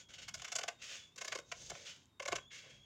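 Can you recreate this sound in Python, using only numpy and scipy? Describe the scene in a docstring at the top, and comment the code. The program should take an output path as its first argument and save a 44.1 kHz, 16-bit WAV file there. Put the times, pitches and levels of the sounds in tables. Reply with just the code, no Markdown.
"""Scissors cut a hand-held sheet of paper close to the microphone, in a small quiet room.
Each closing advances in short bites: dense random clicks of snapping fibres excite the sheet's resonances.
Finer grains make the slide of blades on paper; lone clicks are hard ticks, and damped sines are flaps.
Behind lie filtered-noise room tone, a soft rumble of the hands and a thin, wavering sine whistle.
A moving reflection off the table and a short diffuse tail place the cutting in the room."""
import sys
import numpy as np
from scipy import signal
from scipy.fft import rfft, irfft
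from scipy.io import wavfile

SR = 44100
rng = np.random.default_rng(int(sys.argv[2]) if len(sys.argv) > 2 else 0)


def log_audio(samples):
    """Write samples as a 16-bit WAV file to the path given in sys.argv[1]."""
    # one column per channel
    frames = np.atleast_2d(samples).T
    # limit to full scale, then quantise
    limited = np.clip(frames, -1, 1)
    pcm = np.round(limited * 32767).astype(np.int16)
    wavfile.write(sys.argv[1], SR, pcm)


N = 125685
TIME = np.arange(N) / SR


def from_db(db):
    """Decibels to amplitude gain."""
    return 10 ** (np.asarray(db) / 20)


def rms_one(x):
    """Scale a signal to an RMS of 1."""
    return x / np.sqrt(np.mean(x ** 2) + 1e-20)


def gain_at(points, size):
    """Spectrum table as gains on an FFT grid, interpolated in dB over log frequency."""
    hz, db = np.transpose(points)
    log_grid = np.log(np.fft.rfftfreq(size, 1 / SR) + 1)
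    return from_db(np.interp(log_grid, np.log(hz), db))


def colour(x, points):
    """Shape a spectrum with a causal, minimum-phase filter, which keeps attacks sharp."""
    size = 2048
    cepstrum = irfft(np.log(gain_at(points, size)))
    # Folding the cepstrum onto positive time gives minimum phase.
    cepstrum[1:size // 2] *= 2
    cepstrum[size // 2 + 1:] = 0
    impulse = irfft(np.exp(rfft(cepstrum)))
    return signal.fftconvolve(x, impulse)[:len(x)]


def resonate(x, hz, width_hz):
    """One damped resonance with about unit gain at its peak; a narrower width rings longer."""
    radius = np.exp(-np.pi * width_hz / SR)
    numerator = np.array([1, 0, -1]) * (1 - radius * radius) / 2
    denominator = [1, -2 * radius * np.cos(2 * np.pi * hz / SR), radius * radius]
    return signal.lfilter(numerator, denominator, x + 1e-18)


def drift(rate_hz):
    """Smooth random wander with an RMS of 1: noise through a two-pole low-pass."""
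    pole = np.exp(-2 * np.pi * rate_hz / SR)
    wander = signal.lfilter([1], [1, -2 * pole, pole * pole], rng.standard_normal(N + SR))
    return rms_one(wander[SR:])  # drop the filter's first second


def add(out, x, start_s):
    """Mix x into out at start_s, trimming whatever falls outside."""
    start = int(start_s * SR)
    x, start = x[max(-start, 0):], max(start, 0)
    out[start:start + len(x)] += x[:max(N - start, 0)]


# Room tone spectrum: pitch_hz [Hz], level_db [dB, relative]
ROOM_TONE_COLOUR = [(15, -65.5), (25, -32.5), (99, -1.5), (263, -6), (301, -9.5), (384, -9), (545, -19.5),
                    (1040, -15), (1290, -21.5), (3720, -30), (16000, -39)]
ROOM_TONE_DB = -73.5  # RMS


def room_tone():
    """Steady noise coloured by the quiet room."""
    return from_db(ROOM_TONE_DB) * rms_one(colour(rng.standard_normal(N), ROOM_TONE_COLOUR))


# Level curve of the hands: time_s [s], level_db [dB, before the trim]
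RUMBLE_LEVEL = [(0.0, -83), (0.01, -76.5), (0.39, -60.5), (0.48, -76), (1.29, -76), (1.35, -65), (1.4, -76),
                (1.69, -64), (1.73, -55.5), (1.76, -74), (2.19, -77), (2.36, -59.5), (2.52, -76.5),
                (2.85, -67)]
# Rumble spectrum: pitch_hz [Hz], level_db [dB, relative]
RUMBLE_COLOUR = [(20, -21), (50, -2.5), (130, 0.5), (220, -11), (500, -32.5), (2000, -66.5)]
RUMBLE_TRIM_DB = -1


def hand_rumble():
    """Low handling noise, swelling and sinking along a level curve."""
    rumble = rms_one(colour(rng.standard_normal(N), RUMBLE_COLOUR))
    level_db = np.interp(TIME, *np.transpose(RUMBLE_LEVEL))
    return rumble * from_db(RUMBLE_TRIM_DB + level_db)


# Path of the far whistle: time_s [s], pitch_hz [Hz], level_db [dB]; waver and flicker wander around it
WHISTLE_PATH = [(0, 3339, -68.5), (.3, 3279, -68.5), (0.749, 3717, -74.5), (1.049, 3409, -60.5),
                (1.11, 3420, -72), (1.16, 3702, -72.5), (1.46, 3729, -73.5), (2.051, 3743, -82),
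                (2.189, 3678, -77.5), (2.4, 3320, -62), (2.455, 3287, -61.5), (2.49, 3423, -61.5),
                (2.601, 3331, -66), (2.791, 3290, -65.5), (2.85, 3300, -63.5)]
WHISTLE_WAVER_HZ, WHISTLE_FLICKER_DB = 52, 3  # RMS wander of pitch and level
OCTAVE_DB = -14  # below the fundamental


def whistle():
    """A thin sine with a faint octave, its pitch and level wandering at random."""
    time_s, pitch_hz, level_db = np.transpose(WHISTLE_PATH)
    pitch = np.interp(TIME, time_s, pitch_hz) + WHISTLE_WAVER_HZ * drift(150)
    phase = 2 * np.pi * np.cumsum(pitch) / SR
    level = from_db(np.interp(TIME, time_s, level_db) + WHISTLE_FLICKER_DB * drift(60))
    return level * (np.sin(phase) + from_db(OCTAVE_DB) * np.sin(2 * phase))


# Spectrum of the room's tail: pitch_hz [Hz], gain_db [dB]
ROOM_COLOUR = [(100, -4), (600, 4.5), (2000, 0.5), (7000, -1.5), (15000, 1.5)]
ROOM_T60_S, ROOM_DELAY_S = 0.2113, .004
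ROOM_DB = -12  # tail gain before its colour


def room(x):
    """A short diffuse tail: the sound convolved with decaying noise."""
    t = TIME[:SR // 2]
    tail = rng.standard_normal(len(t)) * from_db(-60 * t / ROOM_T60_S) * (t > ROOM_DELAY_S)
    tail = tail / np.sqrt(np.sum(tail ** 2))
    return from_db(ROOM_DB) * colour(signal.fftconvolve(x, tail)[:N], ROOM_COLOUR)


# Reflection off the table as the sheet is moved: time_s [s], delay_s [s]
ECHO_DELAY = [(.35, .00136), (.7, .00144), (1.15, .00184), (1.45, .00184), (1.6, .0023), (1.75, .00225),
              (2.15, .00183)]
ECHO_SHARE = 0.237  # amplitude relative to the direct sound


def table_echo(x):
    """The sound plus one close reflection whose delay shifts, combing the spectrum."""
    delay_s = np.interp(TIME, *np.transpose(ECHO_DELAY))
    echo = np.interp(TIME - delay_s, TIME, x)
    return (x + ECHO_SHARE * echo) / np.sqrt(1 + ECHO_SHARE ** 2)


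# Flaps of the sheet as a cut gives way: start_s [s], pitch_hz [Hz], level_db [dB, where the decay starts]
FLAPS = [(.593, 678, -37.5), (.6895, 760, -35), (1.386, 317.3, -47.5), (2.324, 1052, -29.5),
         (2.331, 365, -30.5)]
FLAP_CYCLES = 2.97  # cycles per 20 dB of decay


def flaps():
    """Soft, quickly damped sine thumps of the sheet, each fading in over one cycle."""
    out, t = np.zeros(N), TIME[:SR // 10]
    for start_s, pitch_hz, level_db in FLAPS:
        cycles = t * pitch_hz
        decay = from_db(level_db - 20 * cycles / FLAP_CYCLES)
        add(out, decay * np.sin(2 * np.pi * cycles) * np.minimum(cycles, 1), start_s)
    return out


def snaps(size, per_s, spread_db):
    """Random clicks of either sign, most small and a few large."""
    sizes = from_db(spread_db * np.minimum(rng.exponential(1, size), 4))
    return (rng.random(size) < per_s / SR) * sizes * rng.choice([-1, 1], size)


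# Ringing of sheet and blades: pitch_hz [Hz], width_hz [Hz], gain_db [dB, before ring_db is added]
SHEET_MODES = [(1066.8, 46, 2.5), (1509, 49.8, 4.5), (1721.8, 15, -0.5), (2184.5, 105, 4.5), (2670, 123, 0),
               (2981, 100, -1.5), (4779, 180, 0.5), (5584, 110, 3.5), (6254, 90, 3), (6477, 110, 2),
               (7264, 250, -3.5)]


def sheet(x, ring_db):
    """The plain clicks plus the modes that they set ringing."""
    ringing = sum(from_db(gain_db + ring_db) * resonate(x, pitch_hz, width_hz)
                  for pitch_hz, width_hz, gain_db in SHEET_MODES)
    return x + ringing


# Edges of the bass, middle and treble bands: low_hz [Hz], high_hz [Hz]
BANDS = [(150, 900), (900, 3500), (3500, 17000)]


def three_bands(x, levels_db, length_s):
    """Bass, middle and treble of x, each set to its RMS level as if spread over length_s."""
    bands = []
    for edges_hz, level_db in zip(BANDS, levels_db):
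        band = signal.sosfilt(signal.butter(3, edges_hz, "band", fs=SR, output="sos"), x)
        bands.append(from_db(level_db) * band * np.sqrt(length_s * SR / (np.sum(band ** 2) + 1e-20)))
    return bands


# Blades sliding on paper: start_s [s], rise_s [s], hold_s [s], fade_s [s to -60 dB],
# bass_db, middle_db, treble_db [dB, before flutter and echo], scrape_hz [Hz]
SLIDES = [(-.01, 0.0075, 0.0115, 0.1346, -73, -61, -57.5, 6898),
          (.085, 0.0059, 0.0171, 0.29, -71.5, -61.5, -63, 1550),
          (.134, 0.0037, 0.0103, 0.1541, -70.5, -54.5, -55, 2868),
          (0.18, 0.0034, 0.0107, 0.1334, -66.5, -54, -56, 2910),
          (.215, 0.0042, 0.0134, 0.1662, -69, -54.5, -55.5, 2730),
          (.36, 0.017, 0.118, 0.8, -71, -62, -63, 6750), (0.781, 0.0295, 0.012, 0.2, -75, -63, -66.5, 2640),
          (0.814, 0.0076, 0.1352, 0.35, -69, -51.5, -52, 2606),
          (1.191, 0.017, 0.1414, 0.01, -68, -65, -63, 2195),
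          (1.44, 0.045, 0.0202, 3.64, -76.5, -74.5, -68, 6380),
          (1.53, 0.0735, 0.0738, 0.22, -69.5, -64, -56, 6370),
          (1.69, 0.024, 0.1077, 0.4, -66, -60, -59, 2180),
          (1.849, 0.0047, 0.0446, 0.3766, -74, -54, -55, 3185),
          (2.5, 0.0114, 0.0106, .1, -76.5, -58, -71, 2200),
          (2.505, 0.0308, 0.0297, 0.425, -73, -54, -55.5, 2186),
          (2.628, 0.0188, 0.0106, 0.4, -67, -62, -72, 1880),
          (2.685, 0.0145, 0.0091, 0.47, -72.5, -62, -65.5, 2300)]
# Colour of the rubbing, ahead of the band levels: pitch_hz [Hz], gain_db [dB]
RUB_COLOUR = [(100, -9), (300, -9.5), (550, 0), (950, -14.5), (1500, -3), (2400, -1.5), (3300, 2),
              (4200, -2.5), (6900, -0.5), (8300, -15.5), (12500, -33.5), (15500, -26)]
GRAINS_PER_S, GRAIN_SPREAD_DB = 14000, 2.5
SCRAPE_WIDTH_HZ, SCRAPE_DB = 445, -1
RUB_FLUTTER_DB = 1.0  # RMS wander of level


def slides():
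    """Steel rubs over paper: fine, dense grains under a rise, a hold and a fade, with a light flutter."""
    out, t = np.zeros(N), TIME[:SR * 6 // 10]
    for start_s, rise_s, hold_s, fade_s, *levels_db, scrape_hz in SLIDES:
        fade = from_db(-60 * np.maximum(t - rise_s - hold_s, 0) / fade_s)
        speed = np.minimum(t / rise_s, 1) * fade
        grains = sheet(speed * snaps(len(t), GRAINS_PER_S, GRAIN_SPREAD_DB), ring_db=-8)
        grains = grains + from_db(SCRAPE_DB) * resonate(grains, scrape_hz, SCRAPE_WIDTH_HZ)
        effective_s = np.sum(speed ** 2) / SR
        add(out, sum(three_bands(colour(grains, RUB_COLOUR), levels_db, effective_s)), start_s)
    return out * from_db(RUB_FLUTTER_DB * drift(35))


# Ticks of hard fibres or of the blades: start_s [s], level_db [dB, click before filtering]
CRACKS = [(.382, -24), (.391, -24), (.5563, -3), (0.562, -3), (0.564, -1), (1.6933, -22), (2.057, -33)]
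# Colour of a fibre snap, for cracks and bites: pitch_hz [Hz], gain_db [dB]
SNAP_COLOUR = [(100, -18), (250, -12), (420, -2.5), (850, -6.5), (1300, 1.5), (3000, 1), (4200, -3.5),
               (7000, 0), (8200, -13.5), (12500, -27), (15500, -28)]


def cracks():
    """Lone sharp ticks: single impulses through a broad bright resonance."""
    out = np.zeros(N)
    for start_s, level_db in CRACKS:
        add(out, from_db([level_db]), start_s)
    return colour(resonate(out, 7500, 2200), SNAP_COLOUR)


# Bites of the blades: start_s [s, nominal], length_s [s],
# bass_db, middle_db, treble_db [dB, before echo], main_hz [Hz, main resonance of the sheet]
BITES = [(0.28, 0.018, -71.5, -48.5, -49, 629), (0.338, 0.0204, -60.5, -50.5, -45.5, 624),
         (0.397, 0.0036, -73, -48.5, -53.5, 584), (0.418, 0.0066, -60.5, -49, -47.5, 690),
         (0.444, 0.01396, -68.5, -45.5, -48.5, 650), (0.478, 0.01146, -68.5, -51, -52.5, 643),
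         (0.518, 0.0157, -55.5, -45.5, -43, 639), (0.552, 0.01814, -50, -44, -41, 640),
         (0.584, 0.0131, -45, -43, -42, 705.4), (0.61, 0.00945, -54, -46, -52, 472),
         (0.632, 0.00947, -46.5, -42.5, -43.5, 694), (0.679, 0.01401, -45.5, -40, -43, 717.5),
         (1.16, 0.0051, -66, -62, -54, 510), (1.177, 0.01625, -64.5, -52, -51, 516),
         (1.21, 0.0168, -54, -46, -46.5, 620.6), (1.244, 0.0148, -56, -48.5, -47, 614),
         (1.276, 0.0112, -55, -45, -44, 629), (1.319, 0.01484, -50, -40, -46, 627),
         (1.349, 0.0146, -45.5, -45.5, -46, 534), (1.375, 0.00395, -64, -54, -53, 550),
         (1.385, 0.00756, -51.5, -48, -50.5, 538), (1.398, 0.0042, -60.5, -57.5, -54.5, 432),
         (1.516, 0.01127, -49.5, -41, -46.5, 631), (1.697, 0.0118, -52.5, -50, -45, 600),
         (1.713, 0.00562, -45, -54, -66, 595), (1.752, 0.0052, -55.5, -50.5, -63.5, 602.5),
         (2.197, 0.00806, -45, -42.5, -51, 548.4), (2.221, 0.01395, -55.5, -50.5, -51.5, 572),
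         (2.253, 0.01164, -45.5, -44, -47, 597.4), (2.277, 0.01445, -43, -41.5, -43.5, 633),
         (2.318, 0.01624, -39, -39, -45, 548.6), (2.354, 0.01412, -51, -41.5, -42, 589.2),
         (2.381, 0.0087, -58.5, -49, -61.5, 514)]
BITE_ATTACK_S, BITE_RELEASE_S = 0.00532, 0.00331
BASS_LAG_S, TREBLE_LEAD_S = 0.0020574, .001  # after and before the nominal start
SNAPS_PER_S, SNAP_SPREAD_DB = 7000, 3
MAIN_WIDTH_HZ, MAIN_DB = 91, 11.5
LOW_EDGE_SHARE = 0.572  # of the main resonance: the sheet radiates little below it


def bites():
    """Fibres snap in a quick swell, hold steady, then die away fast; the sheet's bass follows a moment later."""
    out, t = np.zeros(N), TIME[:SR // 10]
    for start_s, length_s, bass_db, middle_db, treble_db, main_hz in BITES:
        attack = np.minimum((t / min(BITE_ATTACK_S, length_s / 2)) ** 0.712, 1)
        release = np.exp(-np.maximum(t - length_s * 0.805, 0) / BITE_RELEASE_S)
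        fibres = attack * release * snaps(len(t), SNAPS_PER_S, SNAP_SPREAD_DB)
        main_ring = from_db(MAIN_DB) * resonate(fibres, main_hz, MAIN_WIDTH_HZ)
        ringing = sheet(fibres, ring_db=-2.5) + main_ring
        low_cut = signal.butter(2, LOW_EDGE_SHARE * main_hz, "high", fs=SR, output="sos")
        snapping = colour(signal.sosfilt(low_cut, ringing), SNAP_COLOUR)
        bass, middle, treble = three_bands(snapping, (bass_db, middle_db, treble_db), length_s)
        add(out, middle + treble, start_s - TREBLE_LEAD_S)
        add(out, bass, start_s + BASS_LAG_S)
    return out


# Left-right difference: pitch_hz [Hz], level_db [dB relative to the middle]
WIDTH = [(100, -69.5), (3500, -70), (5000, -46), (8000, -39), (15000, -16.5)]


def scene():
    """Mix all layers nearly mono; only the treble has a little width."""
    cutting = table_echo(bites() + cracks() + slides()) + flaps()
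    mid = cutting + room(cutting) + whistle() + room_tone() + hand_rumble()
    # A quarter-cycle phase shift keeps left and right equally loud.
    side = irfft(1j * rfft(mid) * gain_at(WIDTH, N), N)
    return np.array([mid + side, mid - side])


def record(dry):
    """Cut the top steeply with an elliptic low-pass."""
    cutoff_hz = 15900
    low_pass = signal.ellip(12, .2, 70, cutoff_hz, fs=SR, output="sos")  # .2 dB ripple, 70 dB rejection
    return signal.sosfilt(low_pass, dry)


dry = scene()
out = record(dry)
log_audio(out)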